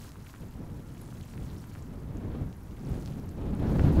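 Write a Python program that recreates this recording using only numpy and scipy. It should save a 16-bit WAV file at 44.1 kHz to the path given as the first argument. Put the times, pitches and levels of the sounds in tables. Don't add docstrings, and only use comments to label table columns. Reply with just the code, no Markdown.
import sys
import numpy as np
from scipy import signal
from scipy.fft import rfft, irfft
from scipy.io import wavfile

SR = 44100
rng = np.random.default_rng(int(sys.argv[2]) if len(sys.argv) > 2 else 0)


def dump(signal):
    limited = np.clip(np.atleast_2d(signal).T, -1, 1)
    pcm = np.round(limited * 32767).astype(np.int16)
    wavfile.write(sys.argv[1], SR, pcm)


N = 176400
TIME, HZ = np.arange(N) / SR, np.fft.rfftfreq(N, 1 / SR)


def amp(db):
    return 10 ** (np.asarray(db) / 20)

def unit_rms(x):
    return x / np.sqrt(np.mean(x ** 2) + 1e-20)

def spectrum_gain(spectrum, hz):
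    frequency_hz, level_db = np.transpose(spectrum)
    return amp(np.interp(np.log(hz + 1), np.log(frequency_hz + 1), level_db))

def envelope(points, t=TIME):
    return np.interp(t, *np.transpose(points))

def noise(spectrum):
    return unit_rms(irfft(rfft(rng.standard_normal(N)) * spectrum_gain(spectrum, HZ), N))

def low_pass(x, cutoff_hz):
    return irfft(rfft(x) * np.exp(-(HZ / cutoff_hz) ** 2), N)

def wander(rate_hz):
    return unit_rms(low_pass(rng.standard_normal(N), rate_hz))


# frequency_hz, relative_density_db
ROAR_SPECTRUM = [(20, -6), (90, 1.5), (250, -5), (500, -18.5), (1000, -16), (2000, -24.5), (3200, -36),
                 (6500, -35.5), (9300, -38.5), (11200, -34), (15500, -38)]

def lava_roar():
    return amp(-52.5) * noise(ROAR_SPECTRUM)


# time_s, relative_level_db
CRUST_ACTIVITY = [(0, -59), (.07, -58.5), (.16, -69), (.28, -61.5), (.42, -67.5), (.7, -70.5), (.97, -65.5),
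                  (1.07, -63.5), (1.4, -64), (1.78, -66), (1.9, -72.5), (2.3, -75), (2.76, -69.5),
                  (2.97, -61.5), (3.08, -63.5), (3.18, -69), (3.52, -72.5), (3.7, -62.5), (4, -62.5)]
# frequency_hz, relative_density_db
SIZZLE_SPECTRUM = [(200, -13), (1000, 1.5), (2000, -11.5), (4000, 3), (5200, 1.5), (6800, 3.5),
                   (9300, -1.5), (11200, 1), (12800, -5), (14000, -1), (16000, -4)]

def crust_sizzle():
    hiss = noise(SIZZLE_SPECTRUM)
    flicker_db = 2 * wander(rate_hz=60)
    return hiss * amp(envelope(CRUST_ACTIVITY) - 0.8 + flicker_db)

def snap(pitch_hz, decay_s):
    t = np.arange(256) / SR
    age = t / decay_s
    return age * np.exp(1 - age) * np.cos(2 * np.pi * pitch_hz * (t - decay_s))

def fractures(per_s, spread_db, band_hz, typical_decay_s, pitches=24):
    out = np.zeros(N)
    for pitch_hz in np.geomspace(*band_hz, pitches):
        strength = np.minimum(rng.exponential(1, N), 3)
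        onsets = rng.random(N) < per_s / pitches / SR
        impulses = onsets * rng.choice([-1, 1], N) * amp(spread_db * strength)
        decay_s = typical_decay_s * 2 ** rng.uniform(-1.02, 1)
        out += np.convolve(impulses, snap(pitch_hz, decay_s))[:N]
    return out

def crust_crackle():
    activity_db = envelope(CRUST_ACTIVITY)
    fine = fractures(per_s=400, spread_db=3, band_hz=(1090, 13100), typical_decay_s=0.00016)
    return fine * amp(-60 + 0.65 * (activity_db - activity_db.mean()))

def clinker_crunch():
    activity_db = envelope(CRUST_ACTIVITY)
    coarse = fractures(per_s=130, spread_db=2.5, band_hz=(800, 4570), typical_decay_s=0.00018)
    return coarse * amp(-57.5 + activity_db - activity_db.mean())


# start_s, relative_peak_db, pitch_hz, decay_steps
CRUST_TICKS = [(.046, -42, 1310, 0.22), (0.092, -39, 5000, 0.058), (0.119, -36, 4200, 0.035),
               (0.157, -40, 1140, 0.35), (0.268, -41, 2370, 0.19), (.298, -43, 2400, .13),
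               (0.34, -38, 1410, 0.28), (.348, -42, 1700, .2), (.971, -49, 2400, 0.36),
               (1.014, -43, 11800, .15), (1.017, -38, 10900, 0.12), (1.088, -43, 950, 0.23),
               (1.212, -41, 3800, .15), (1.235, -46.5, 3000, 0.22), (1.338, -41, 1920, .2),
               (1.378, -38, 2100, .15), (1.501, -45, 3920, .25), (1.564, -47, 4000, 0.16),
               (1.641, -40, 1300, 0.16), (1.752, -37, 1700, 0.13), (1.759, -39.5, 1200, .25),
               (1.773, -45, 1600, .2), (1.824, -46.5, 7200, .2), (2.171, -46.5, 6700, 0.24),
               (2.528, -43, 3500, .1), (2.569, -49, 11200, .2), (3.060, -34, 4720, 0.1),
               (3.076, -37.5, 3600, .11), (3.112, -47, 11000, 0.13), (3.239, -52, 4500, .15),
               (3.259, -51, 12000, .3), (3.292, -42, 7600, 0.11), (3.314, -50, 12000, .3),
               (3.551, -42.5, 9100, 0.12), (3.707, -50, 10000, .1), (3.795, -26, 1600, 0.27),
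               (3.929, -41, 11000, 0.095)]

def crust_ticks(decay_step_s=0.00097):
    out = np.zeros(N)
    for start_s, peak_db, pitch_hz, decay_steps in CRUST_TICKS:
        tick = amp(peak_db + 0.7) * snap(pitch_hz, decay_steps * decay_step_s)
        span = out[round(start_s * SR):][:len(tick)]
        span += tick[:len(span)]
    return out

def ground_scatter(cracks, tail_db=-11.5, decay_s=0.014, size=2048):
    tail = rng.standard_normal(size) * np.exp(-np.arange(size) / SR / decay_s)
    tail /= np.linalg.norm(tail)
    return cracks + amp(tail_db) * signal.fftconvolve(cracks, tail)[:N]


# time_s, relative_level_db
GUST_LEVELS = [(0, -45), (.13, -50.5), (.2, -44), (.27, -51), (.37, -51), (.43, -39.5), (.51, -48),
               (.57, -41), (.77, -39.5), (.83, -45), (1.2, -42.5), (1.28, -48), (1.39, -38), (1.52, -39.5),
               (1.7, -46), (1.93, -39.5), (2.02, -41), (2.28, -35), (2.41, -34.5), (2.56, -46),
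               (2.8, -42.5), (2.89, -34.5), (2.95, -31.5), (3.02, -37), (3.33, -39.5), (3.48, -32),
               (3.59, -33.5), (3.625, -27), (3.78, -26.5), (3.87, -22.5), (3.93, -27), (3.99, -22.5)]

def gust_db(t=TIME, reference_db=-34):
    return envelope(GUST_LEVELS, t) - reference_db


# frequency_hz, relative_density_db
RUSH_SPECTRUM = [(100, -13), (400, 1.5), (750, 3), (1300, -4), (2200, -12), (4000, -27), (8000, -36),
                 (15000, -38)]

def wind_rush():
    air = noise(RUSH_SPECTRUM)
    flutter_db = 2.5 * wander(rate_hz=70)
    return air * amp(-58.5 + 1.22 * gust_db() + flutter_db)


# frequency_hz, relative_density_db
THUMP_SPECTRUM = [(10, -17), (30, -21), (60, 4), (90, -1.5), (130, -6), (300, -43), (1000, -72),
                  (15000, -100)]

def wind_thump(growth_exponent=1.82):
    return noise(THUMP_SPECTRUM) * amp(-46.5 + growth_exponent * gust_db())


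# frequency_hz, relative_density_db
BUFFET_SPECTRUM = [(10, -30), (25, -5.5), (60, 0), (100, -0.5), (170, -3.5), (300, -10), (500, -20),
                   (1000, -32.5), (2000, -43.5), (4000, -49.5), (15000, -95)]

def wind_buffet(level_db=-33.02, octaves_per_db=0.0167):
    frames = dict(nperseg=1024, noverlap=768)
    hz, t, white = signal.stft(rng.standard_normal(N), SR, **frames)
    stretch = 2 ** (octaves_per_db * gust_db(t))
    colour = spectrum_gain(BUFFET_SPECTRUM, hz[:, None] / stretch)
    colour /= np.linalg.norm(colour, axis=0)
    _, eddies = signal.istft(white * colour, **frames)
    eddies = unit_rms(eddies[:N])
    rumble = low_pass(eddies, cutoff_hz=320)
    flutter = amp(2 * wander(rate_hz=44.2))
    return (rumble + (eddies - rumble) * flutter) * amp(level_db + gust_db())


def scene():
    cracks = crust_crackle() + clinker_crunch() + crust_ticks()
    lava = lava_roar() + crust_sizzle() + ground_scatter(cracks)
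    wind = wind_rush() + wind_thump() + wind_buffet()
    return (lava + wind)[None]

def record(dry, cutoff_hz=15750):
    kernel = signal.firwin(1023, cutoff_hz, window=("kaiser", 9), fs=SR)
    return signal.oaconvolve(dry, kernel[None], "same")


dry = scene()
out = record(dry)
dump(out)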